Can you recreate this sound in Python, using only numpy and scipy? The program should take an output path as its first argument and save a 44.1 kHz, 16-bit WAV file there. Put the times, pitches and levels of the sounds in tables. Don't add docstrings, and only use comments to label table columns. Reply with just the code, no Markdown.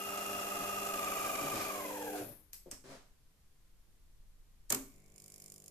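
import sys
import numpy as np
from scipy import signal
from scipy.fft import rfft, irfft, next_fast_len
from scipy.io import wavfile
from scipy.ndimage import uniform_filter1d

SR = 44100
rng = np.random.default_rng(int(sys.argv[2]) if len(sys.argv) > 2 else 0)


def put_to_file(sound):
    columns = np.atleast_2d(sound).T
    safe = np.clip(columns, -1, 1)
    whole_steps = np.round(safe * 32767)
    wavfile.write(sys.argv[1], SR, whole_steps.astype(np.int16))


N = 251370
T = np.arange(N) / SR
MAINS_HZ = 50
FREE_HZ = 58.19

# f/Hz, difference/dB
MOTOR_SIDE = [(400, 4.5), (700, -5), (1250, 4), (1700, 0), (4500, -1), (7300, -8), (9200, 2), (11200, 13.5),
              (14000, 18.5)]
# f/Hz, difference/dB
VALVE_SIDE = [(400, -14), (2400, 2), (4500, -3), (7500, -11.5), (10000, 3), (13000, 11)]
# f/Hz, difference/dB
CENTRE = [(100, 0.99), (10000, 0.25)]
# f/Hz, relative level/dB
SHUDDER_COLOUR = [(50, -13.5), (100, -2.5), (180, -2.5), (290, -0.5), (400, -3.5), (560, 0.5), (800, -11.5),
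                  (1500, -30), (4000, -55)]


def motor():
    # multiple of shaft rate, relative level free/dB, loaded/dB, near stall/dB, phase sway/rad
    gears = [(6.08, -34, -22, -20, .05), (10.276, -11, -12, -14, 0.09), (11.985, -10, -11, -3.5, 0.028),
             (13.45, -19, -19, -11, 0.36), (14.19, -14.5, -15.5, -14, 0.37), (21.85, -4, -2, -3.5, 1.68),
             (43.65, -22, -12.5, -17, 2.7), (48, -18.5, -30, -30, .1), (95, -23, -38, -40, .2),
             (131, -34, -27, -34, 8.7)]
    # f/Hz, relative level/dB
    gear_colour = [(50, -20), (100, -9), (150, -13), (270, -4.5), (350, -4), (600, -3), (820, -2),
                   (1020, -8.5), (1450, -14.5), (2200, -15.5), (3000, -16.5), (4300, -18.5), (7000, -12.5),
                   (13000, -25.5)]
    # f/Hz, relative level/dB
    brush_colour = [(3000, -21), (7500, -26), (9000, -3.5), (10200, 0.5), (11400, 6.5), (12400, 1),
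                    (13300, 8), (14400, -7)]
    # f/Hz, width/Hz, lift/dB
    housing = [(721, 30, 2.5), (1244, 100, 2), (1622, 107, 9), (2020, 140, 4), (2520, 250, 7.5),
               (2784, 130, 8), (3294, 120, 4), (7140, 120, 3)]
    wobble, uneven, chatter, jitter_rad = 1.12, .2, .16, .13
    throb, rasp, brush_swing = .5, .2, .16
    ear_lag_s = .0002

    hz = shaft_speed()
    turn = 2 * np.pi * np.cumsum(hz) / SR
    wheel = turn * 22 / 54
    load = strain(hz)
    roughness = chatter * (1 + 2 * load) * walk(240)
    sway = wobble * np.sin(wheel) + uneven * wear(wheel, count=14) + roughness

    teeth = 0
    for order, free_db, loaded_db, stall_db, depth in gears:
        phase = order * turn + depth * sway + jitter_rad * walk(25.64)
        pressure = 1 + min(depth, 1) * (throb * np.sin(wheel) + rasp * walk(220))
        running_db = free_db + engaged() * (loaded_db - free_db)
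        db = running_db + load * (stall_db - loaded_db) + walk(90)
        ear_phase = 2 * np.pi * np.minimum(order * hz * ear_lag_s, 1 / 4)
        teeth = teeth + amp(db) * pressure * tone(phase, ear_phase)

    once_a_turn = 1 + brush_swing * np.sin(turn)
    rattle = radiate(noise() * once_a_turn * amp(1.5 * walk(400)), gear_colour, MOTOR_SIDE)
    brushes = radiate(noise() * once_a_turn * amp(walk(700)), brush_colour, MOTOR_SIDE)
    whine_gain = loudness(hz, db=-42.5, per_octave_db=2.5, stop_s=2.205, fade_s=.046)
    rattle_gain = loudness(hz, db=-46, per_octave_db=6.6, stop_s=2.205, fade_s=.046)
    brush_gain = loudness(hz, db=-50, per_octave_db=2.8, stop_s=2.3, fade_s=.075)
    gearbox = ring(whine_gain * teeth + rattle_gain * rattle, housing)
    return bounce(gearbox + brush_gain * brushes) + hum(load)


def shaft_speed():
    sag_hz_per_s, load_drop_hz = 1.05, 1.8
    brake_s, brake_hz_per_s = 1.675, 41.5
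    braking_hz = brake_hz_per_s * np.maximum(T - brake_s, 0)
    hz = FREE_HZ - sag_hz_per_s * T - load_drop_hz * engaged() - braking_hz
    return np.maximum(hz, 10)


def engaged():
    load_s, load_takes_s = .87, .1506
    return np.clip((T - load_s) / load_takes_s, 0, 1)


def strain(hz, free_hz=57, stall_hz=35):
    return np.clip((free_hz - hz) / (free_hz - stall_hz), 0, 1) ** 0.7


def wear(angle, count):
    heights = unit(rng.standard_normal(count))
    return np.interp(angle, np.arange(count) * 2 * np.pi / count, heights, period=2 * np.pi)


def loudness(hz, db, per_octave_db, stop_s, fade_s):
    # t/s, gain/dB
    nearness = [(0, -3), (.3, -1.5), (.85, -0.5), (1.3, 1), (1.6, -0.6), (1.85, -2), (2.3, -2.5)]
    level_db = db + over_time(nearness) + per_octave_db * np.log2(hz / FREE_HZ)
    return amp(level_db) * gate(-1, stop_s, .01, fade_s)


def bounce(x, db=-9, above_hz=3000):
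    # t/s, delay/s
    bounce_delay = [(0, .00135), (.8, .00136), (1.3, .00122), (2.3, .00105)]
    delay_s = over_time(bounce_delay)
    treble = butter(x, above_hz, "high", order=1)
    return x - amp(db) * np.array([np.interp(T - delay_s, T, ear) for ear in treble])


def hum(load):
    # f/Hz, level free/dB, level near stall/dB
    hum_lines = [(100, -70, -68), (200, -57, -62), (300, -59.5, -45), (400, -55.5, -60), (500, -69, -48),
                 (600, -60, -58), (700, -68.5, -60.5)]
    lines = 0
    for f, free_db, stall_db in hum_lines:
        db = free_db + load * (stall_db - free_db) + 1.06 * walk(12.6)
        lines = lines + amp(db) * mains_tone(f, lag_rad=.34)
    return lines * gate(-1, 2.23, .01, .013)


def squeak(start_s=2.155, end_s=2.185, hz=9150, width_hz=600, db=-60):
    return amp(db) * gate(start_s, end_s, .003, .015) * unit(bands(noise(), [(hz, width_hz, 0)]))


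def buzzes(grit=.88, low_trim_db=-3, unsteady=.03, part_width_hz=70, part_db=8):
    # t/s, length/s, relative low level/dB, relative high level/dB, pulse f/Hz, resonance f/Hz
    bursts = [(0.581, 0.04, -53, -77, 90.8, 274), (1.411, 0.058, -47, -54, 140, 262),
              (1.523, 0.043, -45, -48, 109.5, 294), (1.566, 0.06, -66, -46, 99.6, 557),
              (2.147, 0.038, -62, -53.5, 98.5, 730), (2.205, 0.11, -56, -66.5, 111.4, 109),
              (2.658, 0.017, -55, -73, 172.5, 387), (2.838, 0.079, -61, -61, 135, 398),
              (2.891, 0.059, -58, -59.5, 135.7, 685)]
    # f/Hz, relative level/dB
    rough_colour = [(200, -7), (600, 0.5), (1600, -5), (3000, -12), (5000, -10.5), (8000, -13.5),
                    (14000, -26.5)]
    low, high = 0, 0
    for start_s, length_s, low_db, high_db, pulse_hz, part_hz in bursts:
        end_s = start_s + length_s
        cycles = np.floor(np.cumsum(pulse_hz * (1 + unsteady * walk(60))) / SR)
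        pulses = unit(np.diff(cycles, prepend=0)) * np.array([[1], [.5]])
        buzz = gate(start_s, end_s, .0015, .025) * (pulses + grit * noise())
        low = low + amp(low_db) * ring(buzz, [(part_hz, part_width_hz, part_db)])
        rustle = gate(start_s, end_s, .014, .063) * noise()
        high = high + amp(high_db) * (buzz / 2 + rustle)
    body = amp(low_trim_db) * radiate(low, SHUDDER_COLOUR, CENTRE)
    return body + radiate(high, rough_colour, MOTOR_SIDE)


def relays():
    # t/s, relative crack/dB, ringing/dB, frame knock/dB, contact f/Hz, width/Hz, lift/dB
    clicks = [(2.532, -41, -50, -72, 12500, 1110, 8.5), (2.7132, -39.5, -55, -50.5, 7600, 1920, 9),
              (2.7185, -45, -57, -61.5, 5570, 300, 14)]
    # f/Hz, relative level/dB
    relay_colour = [(500, -15), (1200, -11.5), (2300, -4), (3400, -8), (5000, -1.5), (7000, 0),
                    (9300, -2.5), (12300, -1.5), (14400, -3)]
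    # f/Hz, width/Hz, lift/dB
    relay_modes = [(4600, 54, 6), (5120, 45, 10), (5850, 50, 8), (7500, 53, 4.5), (8100, 160, 9.3),
                   (10000, 170, 4.6), (12400, 200, 4)]
    return strikes(clicks, relay_colour, relay_modes, MOTOR_SIDE, crack_s=.0007, ring_s=.042,
                   slide_db=-13, slide_s=.0022, knock_s=.031, boom_s=.036)


def solenoid():
    # t/s, relative crack/dB, ringing/dB, frame knock/dB, contact f/Hz, width/Hz, lift/dB
    blows = [(4.696, -48, -49, -75, 7400, 1500, 0), (4.7033, -24, -50, -36.5, 7400, 1200, 8.5),
             (4.7232, -20, -40, -38.5, 7000, 2000, 3), (4.7468, -26, -45, -73, 7900, 1000, 5.5)]
    # f/Hz, relative level/dB
    blow_colour = [(700, -22), (1200, -15), (2900, -16), (4500, -10), (7200, -2.5), (8600, -6), (11500, -6),
                   (14000, -3.5)]
    # f/Hz, width/Hz, lift/dB
    plunger_modes = [(2216, 100, 6.8), (8460, 330, 2.8)]
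    return strikes(blows, blow_colour, plunger_modes, VALVE_SIDE, crack_s=.0031, ring_s=.017,
                   slide_db=-4.5, slide_s=.0017, knock_s=.027, boom_s=.052)


def strikes(table, colour, modes, side, crack_s, ring_s, slide_db, slide_s, knock_s, boom_s):
    # f/Hz, relative level/dB
    knock_colour = [(35, -34), (70, -3.5), (150, -5.5), (210, -4), (300, -5.5), (500, -6.5), (900, -7.5),
                    (1400, -13), (2200, -13), (3200, -17), (6000, -39)]
    # f/Hz, width/Hz, gain/dB
    frame_modes = [(109.3, 16, 9), (271.4, 26, 16), (395, 45, 7), (562, 32, 0), (1100, 260, -1.5)]
    metal_db, frame_db, boom_db = -3, -6, -9
    clack, knock, boom = 0, 0, 0
    for s, crack_db, ring_db, knock_db, *contact in table:
        slide = amp(slide_db) * np.exp(-np.abs(T - s) / slide_s) * (T < s)
        crack = gate(s, s + .001, .0001, crack_s)
        ringing = gate(s, s, .0025, ring_s)
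        metal = amp(crack_db) * (slide + crack) + amp(ring_db) * ringing
        clack = clack + ring(noise() * metal, [contact])
        knock = knock + amp(knock_db) * gate(s, s + .0042, .0014, knock_s)
        boom = boom + amp(knock_db) * gate(s, s, .00075, boom_s)
    body = amp(frame_db) * noise() * knock + amp(boom_db) * bands(noise() * boom, frame_modes)
    metal_sound = ring(radiate(clack, colour, side), modes)
    return amp(metal_db) * metal_sound + radiate(body, knock_colour, CENTRE)


def pump():
    # f/Hz, level once running/dB
    pump_lines = [(102.3, -75), (150.7, -72), (199.2, -72), (301.5, -78), (349.9, -76.5), (398.4, -79),
                  (452.2, -79.5), (549.1, -84), (602.9, -92), (651.4, -84), (699.8, -93), (748.3, -86),
                  (1050, -92), (1152, -90.5)]
    # f/Hz, relative level/dB
    tick_colour = [(600, -32), (1150, -15.5), (1700, -20), (2400, -12.5), (3300, -13), (4000, -16),
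                   (5000, -4), (7300, -2.5), (9500, -1.5), (14000, -5)]
    # f/Hz, width/Hz, lift/dB
    valve_modes = [(2200, 47, 8.2), (5100, 200, 3.3), (7140, 360, 8.2), (9300, 220, 6)]
    # f/Hz, width/Hz, relative level/dB
    flow_modes = [(2240, 160, 2), (7100, 700, -6)]
    start_s, bite_s, hiss_end_s = 4.72, 5.14, 5.52
    soft_db, hard_db, ease_db_per_s = -72.5, -59.5, 2.5
    tick_s, rattle, rattle_s, tick_phase_s = .0013, .15, .026, 5.2798

    pressure = gate(bite_s, 6, .016, .01)
    tick_db = soft_db + pressure * (hard_db - soft_db) - ease_db_per_s * np.maximum(T - bite_s, 0)
    running = gate(start_s, 6, .25, .01)
    age_s = (T - tick_phase_s) % (1 / MAINS_HZ)
    tick = age_s / tick_s * np.exp(1 - age_s / tick_s)
    stroke = unit(tick + rattle * np.exp(-age_s / rattle_s))
    struck = noise() * stroke * amp(tick_db + 2 * walk(60))
    ticks = ring(radiate(struck, tick_colour, VALVE_SIDE), valve_modes)

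    coil = sum(amp(db + walk(8.0) / 2) * mains_tone(f, lag_rad=.44) for f, db in pump_lines)
    water = amp(-77) * radiate(noise(), SHUDDER_COLOUR, CENTRE)
    hiss = amp(-76) * unit(bands(noise(), flow_modes)) * gate(start_s, hiss_end_s, .056, .018)
    return running * (ticks + coil + water) + hiss


def room(x, low_t60_s=.51, high_t60_s=.39, wet_db=-11):
    t = T[:SR // 2]
    echoes = rng.standard_normal((2, len(t))) * (t > .005)
    bass = butter(echoes[0], 430, "low")
    treble = butter(echoes, 400, "high")
    tail = bass * 1000 ** (-t / low_t60_s) + treble * 1000 ** (-t / high_t60_s)
    tail = unit(tail) / np.sqrt(len(t))
    return x + amp(wet_db) * signal.fftconvolve(x, tail, axes=1)[:, :N]


def background():
    # f/Hz, relative level/dB
    air_colour = [(41, -30), (70, -3.5), (91, -11.5), (191, -15.5), (223, -21), (477, -25.5), (545, -28.5),
                  (3040, -34), (13600, -35.5), (14500, -37.5)]
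    # f/Hz, relative level/dB
    rumble_colour = [(8, -3), (18, -6.5), (30, -2.5), (42, -10.5), (75, -25), (130, -27), (300, -70)]
    # t/s, half width/s, level/dB
    swells = [(1.45, .15, -64), (2.63, .012, -60), (4.2, 0.36, -59)]
    air_db, rumble_db, wander_db = -72, -67.5, 3
    swell = amp(rumble_db + wander_db * walk(2.98))
    for s, width_s, db in swells:
        swell = np.hypot(swell, amp(db) * np.exp(-((T - s) / width_s) ** 2 / 2))
    air = amp(air_db) * radiate(noise(), air_colour, CENTRE)
    return air + swell * radiate(noise(), rumble_colour, CENTRE, alike_hz=88.5)


def radiate(x, colour, side, alike_hz=900):
    size = next_fast_len(N + 8192)
    hz = np.maximum(np.arange(size // 2 + 1) * SR / size, 1)

    def read(points):
        f, db = np.transpose(points)
        return np.interp(np.log(hz), np.log(f), db)

    cepstrum = irfft(np.log(unit(amp(read(colour)))), size)
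    cepstrum[1:size // 2] *= 2
    cepstrum[size // 2 + 1:] = 0
    mid, wide = rfft(x, size) * np.exp(rfft(cepstrum))
    sign = np.array([[1], [-1]])
    lean = amp(sign * read(side) / 2)
    lean /= np.sqrt(np.mean(lean ** 2, axis=0))
    ears = mid + sign * wide * hz / np.hypot(hz, alike_hz)
    return irfft(ears * lean, size)[:, :N]


def peak(x, hz, width_hz):
    return signal.lfilter(*signal.iirpeak(hz, hz / width_hz, fs=SR), x)


def ring(x, modes):
    return x + sum((amp(db) - 1) * peak(x, hz, width_hz) for hz, width_hz, db in modes)


def bands(x, modes):
    return sum(amp(db) * peak(x, hz, width_hz) for hz, width_hz, db in modes)


def butter(x, hz, kind, order=2):
    return signal.sosfilt(signal.butter(order, hz, kind, fs=SR, output="sos"), x)


def tone(phase, lag_rad):
    return np.sqrt(2) * np.sin([phase + lag_rad / 2, phase - lag_rad / 2])


def mains_tone(f, lag_rad):
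    hz = MAINS_HZ * round(f / MAINS_HZ)
    return tone(2 * np.pi * hz * T + rng.uniform(0, 2 * np.pi), lag_rad)


def gate(start_s, end_s, rise_s, fall_s):
    opening = 1 - np.exp(-np.maximum(T - start_s, 0) / rise_s)
    return opening * np.exp(-np.maximum(T - end_s, 0) / fall_s)


def walk(rate_hz):
    k = max(int(SR / rate_hz), 1)
    steps = np.repeat(rng.standard_normal(N // k + 1), k)
    return 1.28 * uniform_filter1d(uniform_filter1d(steps, k), k)[:N]


def noise():
    return rng.standard_normal((2, N))


def over_time(table):
    return np.interp(T, *np.transpose(table))


def amp(db):
    return 10 ** (np.asarray(db) / 20)


def unit(x):
    return x / np.sqrt(np.mean(x ** 2))


def scene():
    machine = motor() + squeak() + buzzes() + relays() + solenoid() + pump()
    return room(machine) + background()


def record(dry):
    return signal.sosfilt(signal.ellip(10, .2, 70, 14250, fs=SR, output="sos"), dry)


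dry = scene()
out = record(dry)
put_to_file(out)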